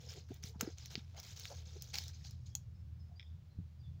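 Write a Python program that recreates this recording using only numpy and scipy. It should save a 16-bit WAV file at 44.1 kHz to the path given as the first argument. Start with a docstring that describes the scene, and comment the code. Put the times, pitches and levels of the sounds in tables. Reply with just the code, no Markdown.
"""Leaves crackle and stalks snap as someone steps through low plants to a fence and gathers dry seed pods.
Tossed to a horse, the hollow pods clatter onto bare earth. Stems and ground scuff as things rub,
a nudged stone clacks, and feet, hands and hooves thud softly.
Small birds chirp far away near the end, and a low rumble wavers underneath a faint hiss of open air."""
import sys
import numpy as np
from scipy import signal
from scipy.fft import rfft, irfft
from scipy.io import wavfile
from scipy.ndimage import uniform_filter1d

SR = 44100
rng = np.random.default_rng(int(sys.argv[2]) if len(sys.argv) > 2 else 0)


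def inscribe(sig):
    """Save sig as 16-bit PCM at rate SR to the path in sys.argv[1].

    A 1-D sig is mono; a 2-D sig holds one channel per row.
    Samples are clipped to [-1, 1] before scaling.
    """
    pcm = np.round(np.clip(np.atleast_2d(sig).T, -1, 1) * 32767)
    wavfile.write(sys.argv[1], SR, pcm.astype(np.int16))


N = 176400  # 4 seconds

# Stalks and pods snapping: (time [s], level [dB], ring pitch [Hz], woody body [dB], sharp edge [dB])
SNAPS = [(.1058, -39, 4900, -13, -12), (0.138, -44.5, 4500, 7, -5), (0.3422, -57, 7100, -17, 10),
         (0.4382, -29.5, 5660, -6, -32), (0.61, -20, 6680, -9.5, -4), (0.612, -36.5, 5630, 4, 11.5),
         (0.784, -35, 6250, 2, -19), (0.8586, -35, 6100, 4.5, -6), (0.9546, -24, 4550, 7, -29),
         (1.2305, -42, 5500, -10, -9), (1.1998, -33, 5440, -14, -5.5), (1.397, -32, 6000, -13, -6),
         (1.4545, -34, 3460, 5, -9), (1.8221, -33, 4830, -25, 0.5), (1.9423, -24, 4700, 4, -14),
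         (1.946, -28, 4730, -8, -35), (1.9554, -24.5, 4320, -4, -12), (1.9853, -20, 4570, -21, -15),
         (2.039, -38.5, 3900, -21, -5), (2.0815, -34.5, 5300, -17, -6.5), (2.2493, -39, 4340, -19, -20),
         (2.3092, -42, 5640, -27, -5), (2.5521, -17.5, 6740, -46, -12), (2.552, -37.5, 4400, -30, -10)]
# Bursts of rustling: (start [s], hold [s], level [dB], woody body [dB], sharp edge [dB])
RUSTLES = [(0, 0.078, -64.5, -4, -6.5), (0.084, 0.047, -55.5, -6, -8.5), (0.15, 0.046, -61, -6, -11),
           (0.282, 0.087, -74.5, 4.5, 1), (0.424, 0.06, -56, -7.5, -2), (0.592, 0.014, -57.5, -2, -7),
           (0.624, 0.098, -63, -8, -16), (0.769, 0.1, -60, -6.5, -11), (0.897, 0.044, -57.5, -3.5, -5),
           (0.97, 0.023, -66, 6, -12), (1.161, 0.039, -57.5, -4, -9), (1.228, 0.093, -56, -7, -6.5),
           (1.357, 0.16, -55.5, -10.5, -7), (1.536, 0.078, -63, -4, -10), (1.652, 0.13, -63.5, -7.5, -10.5),
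           (1.806, 0.11, -62.5, -8.5, -9), (1.93, 0.057, -46.5, -8.5, -6),
           (2.002, 0.096, -57.5, -7.5, -8.5), (2.129, 0.2, -68.5, -6, -10), (2.238, 0.032, -60, -12.5, -15),
           (2.457, 0.012, -60, -20, -13)]
# Tone of the crackling husks: (frequency [Hz], gain [dB])
HUSK_TONE = [(1000, -29.5), (2600, -8), (4000, 2), (5000, 4.5), (6600, 3.5), (9000, -16.5)]
# Tone of the woody body under the crackle: (frequency [Hz], gain [dB])
WOODY_TONE = [(700, -3), (1450, -4), (2050, 0), (3000, -0.5), (4000, 3)]
# Pods knocking on bare earth: (time [s], level [dB])
POD_LANDINGS = [(1.9405, -47), (1.9465, -49.5), (1.985, -56.5), (2.2494, -58.5), (2.5522, -54)]
# The notes a hollow pod rings with: (pitch [Hz], level [dB])
POD_NOTES = [(814, -3.5), (570, -10.5), (2620, -6), (3340, 2)]
# A stone nudged along the ground: (time [s], level [dB])
STONE_CLACKS = [(3.1963, -42), (3.2052, -48.5), (3.2131, -53), (3.2277, -50)]
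# The notes the stone rings with: (pitch [Hz], level [dB])
STONE_NOTES = [(1990, -5), (2400, -4.5), (3320, -1), (3700, -5), (5290, -6.5)]
# Stems, pods and ground rubbing: (peak time [s], half-width [s], level [dB], centre pitch [Hz])
SCUFFS = [(.1, 0.098, -65.5, 490), (0.175, .014, -55, 385), (3.12, 0.047, -74.5, 664),
          (0.312, 0.0085, -49, 401), (0.469, 0.046, -65.5, 440), (0.556, 0.013, -63, 870),
          (.612, 0.0029, -40, 1510), (0.652, 0.037, -49.5, 444), (0.657, 0.034, -60, 1550),
          (0.955, 0.0035, -48.5, 423), (1.172, 0.025, -59.5, 680), (1.38, 0.4, -68.5, 3020),
          (1.522, 0.017, -51.5, 542), (1.521, .02, -69, 960), (1.764, 0.0092, -55.5, 401),
          (1.65, 0.5, -75, 490)]
# Soft thuds of feet, hands and hooves: (time [s], level [dB], pitch [Hz])
THUDS = [(0.3055, -36, 260), (0.443, -37, 138), (0.5576, -40, 168), (0.6276, -29.5, 216),
         (0.6745, -31, 326), (0.976, -36, 218), (3.587, -31.5, 120.5), (3.599, -38.5, 150)]
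# Distant bird chirps: (time [s], level [dB], start pitch [Hz], end pitch [Hz])
CHIRPS = [(2.51, -72.5, 3220, 3470), (2.74, -77, 5300, 5170), (2.99, -71.5, 5250, 4970),
          (3.152, -67, 4650, 4860), (3.22, -75, 5360, 5060), (3.24, -68, 3110, 3770),
          (3.786, -71.5, 5040, 4580), (3.83, -69, 3650, 3330), (3.5, -74, 4210, 4130)]
# How the rumble swells and dips: (time [s], relative level [dB])
RUMBLE_SWELLS = [(0, -54), (1.6, -53.5), (2.2, -50.5), (3.05, -50), (3.262, -57.5), (3.362, -49),
                 (3.5, -59), (3.6, -46), (3.74, -57), (3.84, -48.5)]
# Tone of the low rumble: (frequency [Hz], gain [dB])
RUMBLE_TONE = [(22, -42.5), (55, -15), (70, -13), (81, 6), (95, -8), (125, -5.5), (160, -14.5), (270, -37),
               (1000, -70)]
# Tone of the open-air hiss: (frequency [Hz], gain [dB])
AIR_TONE = [(300, 3.5), (1000, -4), (2000, -7), (4500, -8), (6500, -12), (13000, -11), (16000, -15)]
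# Tone of the microphone: (frequency [Hz], gain [dB])
MIC_TONE = [(20, 1), (6800, -2), (8100, -10.5), (11000, -13.5), (13700, -12.5), (14700, -3), (15500, -1),
            (16200, -14.5)]

STRIKE_RISE_S = 0.00019  # how quickly a struck or snapped thing starts to ring


def snaps():
    """Each snap rings the husk for a few cycles, with a woody crack and a sharp edge."""
    ring_fade_s, crack_fade_s, edge_fade_s = 0.00044, 0.00051, 0.0018
    out, t = np.zeros(N), np.arange(512) / SR
    rise = 1 - np.exp(-(t / STRIKE_RISE_S) ** 2)
    for start, db, hz, body_db, edge_db in SNAPS:
        body_noise, edge_noise = rng.choice([-1., 1.], (2, len(t)))
        phase = 2 * np.pi * hz * t
        notes = np.sin(phase) + amp(-12) * np.sin(0.697 * phase)  # main note and a softer, lower one
        ring = 2 * notes * rise * np.exp(-t / ring_fade_s)
        body = 0.91 * band(body_noise * np.exp(-t / crack_fade_s), (1780, 3700), "bandpass")
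        edge = 1.05 * band(edge_noise * np.exp(-t / edge_fade_s), 4800, "highpass")
        add(out, start, amp(db) * (ring + amp(body_db) * body + amp(edge_db) * edge))
    return out


def rustle():
    """Leaves and pods crackle in bursts that rise, hold and fade, over a faint steady stirring."""
    rise_s, fade_s, stir_db, stir_end_s = 0.0082, 0.019, -79.5, 2.7
    t = np.arange(N) / SR
    husk = unit(colour(crackle(2070, 8510), HUSK_TONE))
    body = unit(colour(crackle(566, 4055, husks=12), WOODY_TONE))
    edge = unit(crackle(7500, 16000))
    out = amp(stir_db) * husk * np.clip((stir_end_s - t) * 10, 0, 1)
    for start, hold, db, body_db, edge_db in RUSTLES:
        rise = np.clip((t - start) / rise_s, 0, 1)
        fade = np.exp(-np.clip((t - start - hold) / fade_s, 0, 20))
        out += amp(db) * rise * fade * (husk + amp(body_db) * body + amp(edge_db) * edge)
    return out


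def crackle(low_hz, high_hz, husks=24):
    """Tiny breaks ring many husks, each at its own pitch and each growing louder and softer at random."""
    ring_fade_s, drift_db, drifts_per_s = 0.0013, 3.0, 16
    out, drift_steps = np.zeros(N), np.arange(N) * drifts_per_s / SR
    decay = np.exp(-1 / (ring_fade_s * SR))
    for hz in np.linspace(low_hz, high_hz, husks) * rng.uniform(.98, 1.02, husks):
        drift = rng.standard_normal(int(drift_steps[-1]) + 3).clip(-2, 2)
        clicks = tiny_breaks(thin_by=husks)
        hits = np.flatnonzero(clicks)
        drift_at_hits = np.interp(drift_steps[hits] + rng.random(), np.arange(len(drift)), drift)
        clicks[hits] *= amp(drift_db * drift_at_hits)
        feedback = [1, -2 * decay * np.cos(2 * np.pi * hz / SR), decay * decay]  # makes each click ring
        out += signal.lfilter([1, 0, -1], feedback, clicks)
    return out


def tiny_breaks(thin_by=1):
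    """Tiny breaks click at random, a few much louder than the rest; thin_by divides how many there are."""
    full_rate_per_s, spread_db = 5000, 5
    out, count = np.zeros(N), int(full_rate_per_s * N / SR / thin_by)
    where, chance, sign = rng.random((count, 3)).T
    size = np.minimum(-np.log(1 - chance), 3.26)  # mostly small, with a cap on the largest
    out[(where * N).astype(int)] = np.sign(sign - .5) * amp(spread_db * size)
    return out


def knocks(blows, notes, ring_s):
    """Each blow rings a pod's or stone's notes a little differently; they fall 60 dB in ring_s."""
    out, t = np.zeros(N), np.arange(SR // 10) / SR
    hz, note_db = np.transpose(notes)[:, :, None]
    rise = 1 - np.exp(-t / STRIKE_RISE_S)
    for start, db in blows:
        detune, sign = rng.uniform(-0.82, 1, (2, len(notes), 1))
        waves = np.sign(sign) * np.sin(2 * np.pi * hz * (1 + .03 * detune) * t)
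        ring = waves * amp(note_db - 60 * t / ring_s)
        add(out, start, amp(db) * rise * ring.sum(0))
    return out


def scuffs():
    """Rubbing makes tiny clicks that swell and die away: narrow and hollow when low, broad when high."""
    out, t = np.zeros(N), np.arange(N) / SR
    hz = np.fft.rfftfreq(N, 1 / SR) + 1
    friction = rfft(tiny_breaks(thin_by=12) + amp(-15) * tiny_breaks())

    def resonance(centre_hz):
        """Lets through the pitches near centre_hz."""
        half_width_octaves = .00036 * centre_hz
        return 1 / (1 + (np.log2(hz / centre_hz) / half_width_octaves) ** 2)

    for peak_s, half_width_s, db, centre_hz in SCUFFS:
        tone = resonance(centre_hz) + amp(-19.5) * resonance(1.62 * centre_hz)
        swell = np.exp(-((t - peak_s) / half_width_s) ** 2)
        out += amp(db) * swell * unit(irfft(friction * tone, N))
    return out


def thuds():
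    """Feet, hands and hooves make low knocks that die almost at once."""
    rise_s, fade_s = 0.0016, 0.0041
    out, t = np.zeros(N), np.arange(SR // 10) / SR
    shape = 2 * (1 - np.exp(-t / rise_s)) ** 2 * np.exp(-t / fade_s)
    for start, db, hz in THUDS:
        add(out, start, amp(db) * shape * np.sin(2 * np.pi * hz * t))
    return out


def birds():
    """Small birds whistle thin, mostly falling slides that linger among distant trees."""
    chirp_s, warble = .042, .02
    out, progress = np.zeros(N), np.linspace(0, 1, int(chirp_s * SR))
    for start, db, from_hz, to_hz in CHIRPS:
        waver = unit(uniform_filter1d(rng.standard_normal(SR // 4), 90))[:len(progress)]
        hz = (from_hz + (to_hz - from_hz) * progress) * (1 + warble * waver)
        whistle = np.sin(2 * np.pi * np.cumsum(hz) / SR)
        add(out, start, amp(db) * np.sin(np.pi * progress) * whistle)
    return out + amp(-2) * echo(out, ring_s=.42)


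def rumble():
    """Deep noise wavers underneath, swelling and dipping most near the end."""
    lift_db, steadying = 0.5, 0.13
    low = unit(colour(rng.standard_normal(N + SR), RUMBLE_TONE, size=16384)[SR:])
    loudness = np.sqrt(abs(uniform_filter1d(low ** 2, size=3000)) + 1e-6)
    level = amp(lift_db + np.interp(np.arange(N) / SR, *np.transpose(RUMBLE_SWELLS)))
    return level * unit(low / loudness ** steadying)  # evens out the random swells a little


def open_air():
    """The open air is a faint, steady hiss."""
    return amp(-74) * unit(colour(rng.standard_normal(N), AIR_TONE))


def echo(x, ring_s):
    """Sound bounces off ground, fence and trees in a blur that falls 60 dB in ring_s."""
    t = np.arange(SR // 2) / SR
    tail = rng.standard_normal(len(t)) * amp(-60 * t / ring_s) * (t > .001)
    return signal.fftconvolve(x, tail / np.linalg.norm(tail))[:N]


def amp(db):
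    """Turns decibels into a number to multiply by."""
    return 10 ** (np.asarray(db) / 20)


def unit(x):
    """Scales a sound to an average power of 1."""
    return x / np.sqrt(np.mean(x ** 2) + 1e-20)


def add(mix, start_s, sound):
    """Adds a sound to the mix at the given time."""
    part = mix[max(0, round(start_s * SR)):][:len(sound)]
    part += sound[:len(part)]


def colour(x, tone, size=2048):
    """Shapes a sound with a tone table, without smearing it earlier in time."""
    hz, db = np.transpose(tone)
    bin_hz = abs(np.fft.fftfreq(size, 1 / SR)) + 1
    log_gain = np.log(amp(np.interp(np.log(bin_hz), np.log(hz), db)))
    response = np.exp(np.conj(signal.hilbert(log_gain)))
    taps = np.fft.ifft(response).real[:size // 2]
    return signal.fftconvolve(x, taps)[:len(x)]


def band(x, hz, kind):
    """Keeps the pitches between two limits ("bandpass") or above one ("highpass")."""
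    return signal.sosfilt(signal.butter(2, hz, kind, fs=SR, output="sos"), x)


def scene():
    """Mixes the close sounds and their two short echoes with thuds, birds and background, in mono."""
    near = snaps() + rustle() + scuffs()
    near += knocks(POD_LANDINGS, POD_NOTES, ring_s=.04)
    near += knocks(STONE_CLACKS, STONE_NOTES, ring_s=.014)
    echoes = amp(-13.5) * (echo(near, ring_s=.035) + echo(near, ring_s=.13))
    return (near + echoes + thuds() + birds() + rumble() + open_air())[None]


def record(dry):
    """The microphone softens the treble, and the very highest pitches are cut off."""
    top_hz = 16300
    low_pass = signal.firwin(255, top_hz, window=("kaiser", 8), fs=SR)
    return signal.fftconvolve(colour(dry[0], MIC_TONE), low_pass, "same")[None]


dry = scene()
out = record(dry)
inscribe(out)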